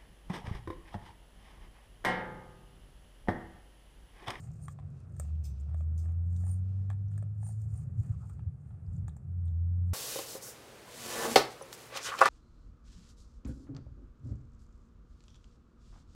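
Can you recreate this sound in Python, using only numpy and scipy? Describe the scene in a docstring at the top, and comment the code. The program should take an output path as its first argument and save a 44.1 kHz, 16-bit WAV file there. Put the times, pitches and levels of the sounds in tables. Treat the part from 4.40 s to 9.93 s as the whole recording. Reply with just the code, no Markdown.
"""Outdoors at a wire fence, a big animal licks and smacks at food on a stick while a brush strokes its coat.
Its wet tongue crackles, its lips click and make the mouth ring, and tiny saliva bubbles pop.
The bristles hiss through the fur and now and then scrape the wire, which rings faintly.
Behind it all, a far engine climbs and eases off, and wind buffets the microphone."""
import sys
import numpy as np
from scipy import signal
from scipy.fft import rfft, irfft
from scipy.io import wavfile
from scipy.ndimage import uniform_filter1d

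SR = 44100
rng = np.random.default_rng(int(sys.argv[2]) if len(sys.argv) > 2 else 0)


def transcribe(signal):
    """Save signal, clipped to [-1, 1], as a 16-bit WAV file at the path in sys.argv[1]."""
    frames = np.atleast_2d(signal).T
    limited = np.clip(frames, -1, 1)
    pcm = np.round(limited * 32767).astype(np.int16)
    wavfile.write(sys.argv[1], SR, pcm)


N = 244049
T = np.arange(N) / SR

# Tone of the open air: pitch_hz, gain_db
AIR_TONE = [(120, -35), (200, -2.5), (287, -17), (370, -14.5), (696, -22), (980, -30), (1330, -27),
            (2090, -40), (2600, -43), (3060, -53), (5860, -52.5), (8720, -43.5), (10300, -48.5),
            (11900, -52.5), (15000, -68.5)]
# Tone of the wind on the microphone: pitch_hz, gain_db
WIND_TONE = [(20, -52.5), (33, -33.5), (50, -15), (65, -5.5), (82, 0.5), (110, -2.5), (150, -4),
             (184, -16.5), (227, -25.5), (280, -37.5), (400, -42.5), (600, -82)]
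# Gusts of wind: peak_s, rise_s, fall_s, level_db
WIND_GUSTS = [(0.08, 0.13, 0.57, -50.5), (0.8, 0.25, 0.33, -48), (3.64, 0.55, 0.31, -38.5),
              (4.03, 0.21, 0.18, -43), (4.59, 0.17, 0.2, -36)]
# Single thumps of wind: peak_s, peak_db, pitch_hz
WIND_THUMPS = [(0.098, -37.5, 78.4), (3.34, -29, 94.4), (3.599, -25, 106), (3.708, -23.5, 95.7),
               (4.079, -27.5, 92), (4.487, -30.5, 73), (4.574, -35.5, 139)]
# Faint gliding hums: start_s, length_s, first_hz, last_hz, level_db
FAINT_HUMS = [(0.0, 0.62, 160.5, 134.7, -49), (2.58, 0.606, 147.3, 164.4, -51)]
# Speed of the far engine: time_s, firing_hz
ENGINE_SPEED = [(0.65, 67), (0.97, 78.5), (1.16, 66.44), (1.34, 79), (1.5, 79.4), (2.3, 94.9), (2.9, 103.6),
                (3.5, 111), (4.8, 85), (4.98, 88.5), (5.15, 83), (5.33, 88.6)]
# Times when the engine works hard: start_s, end_s, build_s, gain_db
ENGINE_PULLS = [(0.72, 3.5, 0.089, -30.5), (4.82, 5.9, 0.16, -29.5)]
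# Exhaust resonances, one for each of the first two harmonics: pitch_hz, width_hz, gain_db
EXHAUST_RESONANCES = [(86.94, 32.4, 0), (180, 26.3, -19.5)]
# Tone of the rustling coat: pitch_hz, gain_db
FUR_TONE = [(1200, -36), (2500, 3), (3200, -2.5), (5500, -2.5), (7200, -5.5), (10000, -16), (15000, -44)]
# The coat rustling as the brush slides back: peak_s, fall_s, level_db
FUR_RUSTLES = [(0.1, 0.76, -85.5), (0.59, 0.11, -80.5), (0.85, 0.33, -79), (1.14, 0.35, -79),
               (2.3, 0.42, -83.5), (2.78, 0.15, -85.5), (3.76, 0.35, -85.5)]
# Tone of the hissing bristles: pitch_hz, gain_db
BRISTLE_TONE = [(1500, -48.5), (2500, -19), (3300, -31), (4500, -11.5), (5700, -12), (6900, -1.5),
                (8200, -1.5), (9350, -4.5), (9850, -17.5), (10600, -19), (12500, -15), (15000, -22)]
# Brush strokes: peak_s, rise_s, fall_s, hiss_db, pin_gain_db
BRUSH_STROKES = [ (0.03, 0.22, 0.094, -69.5, -68), (0.15, 0.055, 0.06, -75.5, -92),
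                 (0.246, 0.069, 0.057, -71, -54), (0.32, 0.04, 0.022, -65, -72),
                 (0.83, 0.13, 0.1, -75, -75), (1.205, 0.019, 0.02, -72, -76),
                 (1.405, 0.055, 0.037, -74.5, -84.5), (1.599, 0.045, 0.13, -70.5, -80.5),
                 (2.0, 0.14, 0.12, -71.5, -78), (2.11, 0.13, 0.092, -68.5, -48.5),
                 (2.73, 0.048, 0.14, -82, -84), (3.075, 0.099, 0.11, -66, -49),
                 (3.22, 0.075, 0.074, -74, -77), (3.38, 0.16, 0.097, -71.5, -62),
                 (3.66, 0.15, 0.14, -75, -75.5), (3.88, 0.19, 0.13, -78.5, -77),
                 (4.3, 0.21, 0.082, -89, -81.5), (4.57, 0.12, 0.05, -80, -90),
                 (5.08, 0.045, 0.058, -83, -91), (5.488, 0.047, 0.08, -83, -91)]
# Single bristles springing free: start_s, peak_db
BRISTLE_FLICKS = [(0.1163, -58), (0.222, -64), (0.245, -63), (0.325, -66), (0.5034, -66), (0.6031, -61),
                  (0.696, -66), (0.7228, -64), (0.874, -64), (1.2, -60.5), (1.5787, -47.5), (1.7208, -64.5),
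                  (2.066, -57), (3.601, -58)]
# The brush catching the fence: start_s, scrape_peak_db, ring_peak_db
FENCE_SCRAPES = [(0.801, -64, -79.5), (1.033, -48, -60), (1.572, -56, -70.5)]
# Resonances of a scrape: pitch_hz, width_hz, gain_db
SCRAPE_RESONANCES = [(2640, 350, -5), (3680, 190, -1.5), (5400, 400, -1.5), (6200, 370, 4.5),
                     (7600, 2500, 3), (12930, 3700, -5.5)]
# Ringing notes of the wire: pitch_hz, gain_db, fade_s (every fade_s is the time to drop 60 dB)
WIRE_NOTES = [(2480, -7.5, 0.34), (3760, -14.5, 0.61), (4800, -15.5, .6), (4823, -12.5, .5),
              (5350, -4.5, 0.81), (5800, -10.5, 0.42), (6022, -0.5, 0.4), (6127, -1.5, 0.34),
              (6060, 0, 0.37), (8030, 4, .25), (8500, -7.5, .16)]
# Saliva bubbles bursting: start_s, pitch_hz, peak_db
SALIVA_BUBBLES = [(0.9545, 2780, -67), (1.9643, 3670, -61), (1.964, 5950, -57), (2.6842, 5840, -66),
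                  (2.7385, 2890, -67), (2.756, 3630, -71.5), (3.761, 2360, -69), (4.004, 2680, -69.5),
                  (4.465, 4820, -69.5), (4.5653, 7170, -59.5), (4.6948, 3600, -59.5), (5.0556, 8560, -62.5),
                  (5.0814, 3560, -63.5)]
# Resonances of the mouth around the tongue: pitch_hz, width_hz, gain_db
MOUTH_RESONANCES = [(740, 99, 6.5), (1164, 270, 0), (1720, 470, -12.5), (2370, 260, -20)]
# Licks, about three a second: peak_s, gain_db
TONGUE_LICKS = [(0.03, -66), (0.22, -72), (0.42, -73), (0.63, -74.5), (0.83, -70.5), (1.06, -75),
                (1.31, -70.5), (1.66, -67.5), (2.05, -67.5), (2.75, -81.5), (3.05, -69), (3.36, -71),
                (3.65, -68.5), (3.91, -75.5), (4.02, -81), (4.29, -76), (4.54, -76.5), (5.06, -80.5)]
# Air sucked past the wet tongue: start_s, length_s, level_db, first_hz, last_hz
TONGUE_SLURPS = [(3.61, 0.12, -80.5, 1760, 1670), (3.7, 0.067, -70, 1206, 1204),
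                 (3.788, 0.084, -67.5, 1313, 1150), (3.823, 0.055, -66, 814, 740),
                 (3.888, 0.057, -68.5, 1253, 1250)]
# Smacks of lips and tongue: start_s, throat_hz, throat_db, mouth_hz, mouth_db, lip_db, tick_db
LIP_SMACKS = [ (0.2819, 860, -48, 1140, -38.5, -50.5, -47), (0.388, 770, -48, 966, -51, -64, -70),
              (0.397, 770, -56, 1030, -58, -71, -71), (0.7652, 696, -63, 1300, -64, -65, -53.5),
              (0.7978, 595, -40.5, 1260, -46, -51.5, -33.5), (1.2935, 660, -56, 1200, -65, -70, -71),
              (1.3438, 660, -47, 1190, -56, -60, -62.5), (1.4067, 627, -48.5, 1210, -56.5, -66.5, -64.5),
              (1.6582, 670, -58, 1400, -72, -63, -70), (1.9635, 697, -69.5, 1250, -77, -72, -60),
              (2.0369, 690, -51.5, 1280, -67, -62, -66), (2.0667, 810, -54, 1250, -63, -63, -49),
              (2.5014, 784, -44, 1108, -44.5, -47, -52.5), (2.5127, 726, -52.5, 1250, -59.5, -62, -63),
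              (2.529, 900, -61.5, 1400, -64, -62.5, -64.5), (2.7163, 750, -68.5, 1475, -68, -68, -65),
              (2.7777, 630, -57.5, 1250, -58, -55, -49), (2.825, 600, -47, 1260, -59, -62, -58),
              (3.0291, 791, -50, 1202, -66.5, -62.5, -64), (3.0653, 810, -56, 1300, -73, -65, -49),
              (3.091, 746, -51, 1270, -74, -72, -54), (3.1070, 690, -60, 1340, -75, -70, -64),
              (3.2175, 790, -70.5, 1400, -77, -77.5, -56), (3.896, 796, -59, 1230, -57, -71, -59),
              (3.9927, 840, -54.5, 1290, -60, -65, -75.5), (4.3057, 855, -63, 1380, -68, -75, -81),
              (4.6808, 835, -49.5, 1190, -52, -55.5, -48.5), (4.7664, 780, -55.5, 1180, -66, -68, -55.5)]


def undb(db):
    """Turn decibels into a number to multiply by."""
    return 10 ** (np.asarray(db) / 20)


def fade(t, fade_s):
    """Die away, dropping 60 dB every fade_s seconds."""
    return undb(-60 * t / fade_s)


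def unit(x):
    """Scale to an average (rms) level of 1."""
    return x / np.sqrt(np.mean(x ** 2))


def peak(x, db):
    """Scale to a peak level."""
    return x * undb(db) / np.max(np.abs(x))


def add(out, start_s, x):
    """Mix x into out, beginning at start_s."""
    i = max(int(start_s * SR), 0)
    out[i:i + len(x)] += x[:N - i]


def band(x, hz, width_hz):
    """One resonance: let through the sound near one pitch."""
    return signal.lfilter(*signal.iirpeak(min(hz, .45 * SR), hz / width_hz, fs=SR), x)


def resonances(x, rows):
    """Steep resonances side by side; each row is pitch_hz, width_hz, gain_db."""
    return sum(undb(db) * band(band(x, hz, 2 * width), hz, 2 * width) for hz, width, db in rows)


def colour(x, tone):
    """Shape the lows and highs of x by rows of pitch_hz, gain_db, at an average level of 1."""
    hz, db = np.transpose(tone)
    bins_hz = np.maximum(np.fft.rfftfreq(N, 1 / SR), 1)
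    gain = undb(np.interp(np.log(bins_hz), np.log(hz), db))
    return unit(irfft(rfft(x) * gain, N))


def wander(per_s):
    """A smooth random wobble that picks a new value per_s times a second."""
    step = int(SR / per_s)
    held = np.repeat(rng.standard_normal(N // step + 1), step)
    return unit(uniform_filter1d(uniform_filter1d(held, step), step)[:N])


def clicks(per_s, spread_db):
    """Tiny clicks at random moments, a few much larger than the rest."""
    size = undb(spread_db * np.minimum(rng.exponential(size=N), 4))
    return unit((rng.random(N) < per_s / SR) * size * rng.choice([-1, 1], N))


def swells(rows, rest_db, roundness):
    """Loudness swelling over a resting level; a swell is 20 dB down at the ends of its rise and fall."""
    power = undb(rest_db) ** 2
    for peak_s, rise_s, fall_s, db in rows:
        away = np.maximum((peak_s - T) / rise_s, (T - peak_s) / fall_s)
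        power = power + undb(db - 20 * np.minimum(away, 10) ** roundness) ** 2
    return np.sqrt(power)


def air(start_db=-64, drop_db_per_s=0.72, flicker_db=1.2):
    """The quiet wash of the open country, slowly settling."""
    wash = colour(rng.standard_normal(N), AIR_TONE)
    return wash * undb(start_db - drop_db_per_s * T + flicker_db * wander(per_s=11))


def wind(thump_s=0.0098, sink_s=0.07):
    """Swirls of air rumble on the microphone; the largest give it a short thump that sinks in pitch."""
    out = colour(rng.standard_normal(N), WIND_TONE) * swells(WIND_GUSTS, rest_db=-45.5, roundness=2.48)
    t = np.arange(-SR // 20, SR // 20) / SR
    push = np.exp(-.5 * (t / thump_s) ** 2)
    for peak_s, db, hz in WIND_THUMPS:
        cycles = hz * sink_s * (1 - np.exp(-t / sink_s))
        add(out, peak_s + t[0], undb(db) * push * np.cos(2 * np.pi * cycles))
    return out


def hums(fade_share=0.22):
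    """A faint low tone fades in, glides evenly and fades out."""
    out = np.zeros(N)
    for start_s, length_s, first_hz, last_hz, db in FAINT_HUMS:
        n = int(length_s * SR)
        tone = np.sin(2 * np.pi * np.cumsum(np.linspace(first_hz, last_hz, n)) / SR)
        add(out, start_s, np.sqrt(2) * undb(db) * tone * signal.windows.tukey(n, fade_share))
    return out


def engine(waver_db=0.5, release_s=0.092):
    """Only the lowest exhaust tones carry this far; they boom near resonance and waver in moving air."""
    firing_hz = np.interp(T, *np.transpose(ENGINE_SPEED))
    phase = 2 * np.pi * np.cumsum(firing_hz) / SR
    exhaust, effort = np.zeros((2, N))
    for harmonic, (boom_hz, width_hz, db) in enumerate(EXHAUST_RESONANCES, 1):
        hz = harmonic * firing_hz
        off_tune = (hz - boom_hz ** 2 / hz) / width_hz
        exhaust += undb(db) * np.sin(harmonic * phase) / (1 + off_tune ** 2)
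    for start_s, end_s, build_s, db in ENGINE_PULLS:
        build = 1 - np.exp(-np.maximum(T - start_s, 0) / build_s)
        effort += undb(db) * build * np.clip((end_s - T) / release_s, 0, 1)
    return np.sqrt(2) * exhaust * effort * undb(-waver_db * wander(per_s=12))


def with_echoes(x, tail_db=-12, post_db=-9):
    """The stick and posts throw back quick echoes; ground and bodies scatter a weak tail."""
    t = np.arange(SR // 4) / SR
    tail = rng.standard_normal(len(t)) * fade(t, fade_s=0.15) * (t > .003)
    echoes = undb(tail_db) * tail / np.linalg.norm(tail)
    for delay_s in (.0016, .0037):
        i = int(delay_s * SR)
        echoes[i:i + 2] += undb(post_db) * np.array([1, -1])  # thin posts return only the treble
    return x + signal.fftconvolve(x, echoes)[:N]


def brush(pin_hz=8980, pin_trim_db=-7.5, sing_share=0.6, flutter_db=2.0):
    """Bristles click through rustling fur; at the height of a stroke the brush's pins sing one pitch."""
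    hiss_rows = [(s, rise, fall, db) for s, rise, fall, db, _ in BRUSH_STROKES]
    pin_rows = [(s, sing_share * rise, sing_share * fall, db) for s, rise, fall, _, db in BRUSH_STROKES]
    fur_rows = [(s, 0.16, fall, db) for s, fall, db in FUR_RUSTLES]  # all rise in 0.16 s
    tips = clicks(per_s=2400, spread_db=3.2)
    hiss = colour(tips * undb(flutter_db * wander(per_s=90)), BRISTLE_TONE)
    plucks = clicks(per_s=1200, spread_db=2.2)
    pins = unit(resonances(plucks, [(pin_hz, 170, 0), (pin_hz, 900, -13), (13200, 1200, -26)]))
    fur = colour(clicks(per_s=6000, spread_db=4.0), FUR_TONE)
    out = hiss * swells(hiss_rows, rest_db=-100, roundness=1.9)
    out += pins * swells(pin_rows, rest_db=-94.5, roundness=1.2) * undb(pin_trim_db)
    out += fur * swells(fur_rows, rest_db=-96, roundness=1.6)
    t = np.arange(SR // 40) / SR
    for start_s, db in BRISTLE_FLICKS:
        snap = rng.standard_normal(len(t)) * fade(t, fade_s=0.0036)
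        add(out, start_s, peak(resonances(snap, [(7300, 1300, -2), (pin_hz, 600, 0)]), db))
    return out


def fence(rise_s=0.013):
    """The brush scrapes along the mesh and leaves the wires ringing faintly."""
    out = np.zeros(N)
    t = np.arange(SR) / SR
    swell = 1 - np.exp(-(t / rise_s) ** 2)
    for start_s, scrape_db, ring_db in FENCE_SCRAPES:
        rub = clicks(per_s=7200, spread_db=2.1)[:SR] * swell * fade(t, fade_s=0.18)
        scrape = resonances(rub, SCRAPE_RESONANCES)
        ring = sum(undb(db) * fade(t, fade_s) * np.sin(2 * np.pi * (hz * t + rng.random()))
                   for hz, db, fade_s in WIRE_NOTES)
        add(out, start_s, peak(scrape, scrape_db) + peak(ring * swell, ring_db))
    return out


def bubbles(rise_s=.0004, glide_s=0.14):
    """Each saliva bubble rings for a few milliseconds, its pitch climbing as it opens."""
    out = np.zeros(N)
    t = np.arange(SR // 25) / SR
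    loudness = (1 - np.exp(-t / rise_s)) * fade(t, fade_s=0.0047)
    for start_s, hz, db in SALIVA_BUBBLES:
        pip = np.sin(2 * np.pi * hz * t * (1 + t / (2 * glide_s)))
        add(out, start_s, peak(pip * loudness, db))
    return out


def tongue(lick_trim_db=-1, rise_s=0.068, fall_s=0.14, slurp_width_hz=320):
    """The rough wet tongue crackles through the mouth's resonances; in a slurp one swells and slides."""
    drag = swells([(s, rise_s, fall_s, db) for s, db in TONGUE_LICKS], rest_db=-85.5, roundness=2.0)
    crackle = unit(resonances(clicks(per_s=1400, spread_db=5.2), MOUTH_RESONANCES))
    out = crackle * drag * undb(lick_trim_db)
    keep_lows = signal.butter(2, slurp_width_hz / 2, fs=SR, output="sos")
    for start_s, length_s, db, first_hz, last_hz in TONGUE_SLURPS:
        n = int(length_s * SR)
        gurgle = signal.sosfilt(keep_lows, rng.standard_normal((2, SR // 4)))[:, :n]
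        phase = 2 * np.pi * np.cumsum(np.linspace(first_hz, last_hz, n)) / SR
        slurp = gurgle[0] * np.cos(phase) + gurgle[1] * np.sin(phase)  # noise around the sliding pitch
        add(out, start_s, undb(db) * np.hanning(n) ** .5 * unit(slurp))
    return out


def smacks(lip_hz=1708, open_s=0.0024, peel_s=0.0014, snap_gain_db=-8, spit_gain_db=-24):
    """A film of saliva peels with a bright tick, the opened mouth rings, and droplets crackle after."""
    out = np.zeros(N)
    t = np.arange(SR // 10) / SR
    opening = 1 - np.exp(-t / open_s)
    peeling = 1 - np.exp(-(t / (2 * peel_s)) ** 2)
    for start_s, throat_hz, throat_db, mouth_hz, mouth_db, lip_db, tick_db in LIP_SMACKS:
        film = rng.standard_normal(len(t)) * fade(t - peel_s, fade_s=0.0034)
        droplets = rng.standard_normal(len(t)) ** 3 / 4  # cubing makes the noise spiky
        burst = peeling * (film + droplets * undb(spit_gain_db) * fade(t, fade_s=0.06))
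        tick = resonances(burst, [(7620, 1000, -4.5), (8560, 150, 6.5), (11500, 2100, -18)])
        snap = resonances(burst, [(2350, 310, 0.5), (3290, 520, -5.5)])
        notes = [(throat_hz, throat_db, 0.012), (mouth_hz, mouth_db, 0.013), (lip_hz, lip_db, 0.013)]
        ring = sum(peak(np.sin(2 * np.pi * hz * t) * opening * fade(t, fade_s), db)
                   for hz, db, fade_s in notes)
        add(out, start_s, ring + peak(snap, mouth_db + snap_gain_db))
        add(out, start_s - peel_s / 2, peak(tick, tick_db))
    return out


def scene():
    """The close sounds at the fence, over engine, wind and open air."""
    close = with_echoes(smacks() + bubbles() + fence() + brush()) + tongue()
    return (close + engine() + hums() + wind() + air())[None]


def record(dry, dip_hz=10800, dip_width_hz=1800, dip_db=-12, top_hz=14900):
    """The microphone has a dip in the high treble; the recorder cuts off the very top."""
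    heard = dry - (1 - undb(dip_db)) * band(dry, dip_hz, dip_width_hz)
    return signal.sosfilt(signal.ellip(8, .2, 70, top_hz, fs=SR, output="sos"), heard)


dry = scene()
out = record(dry)
transcribe(out)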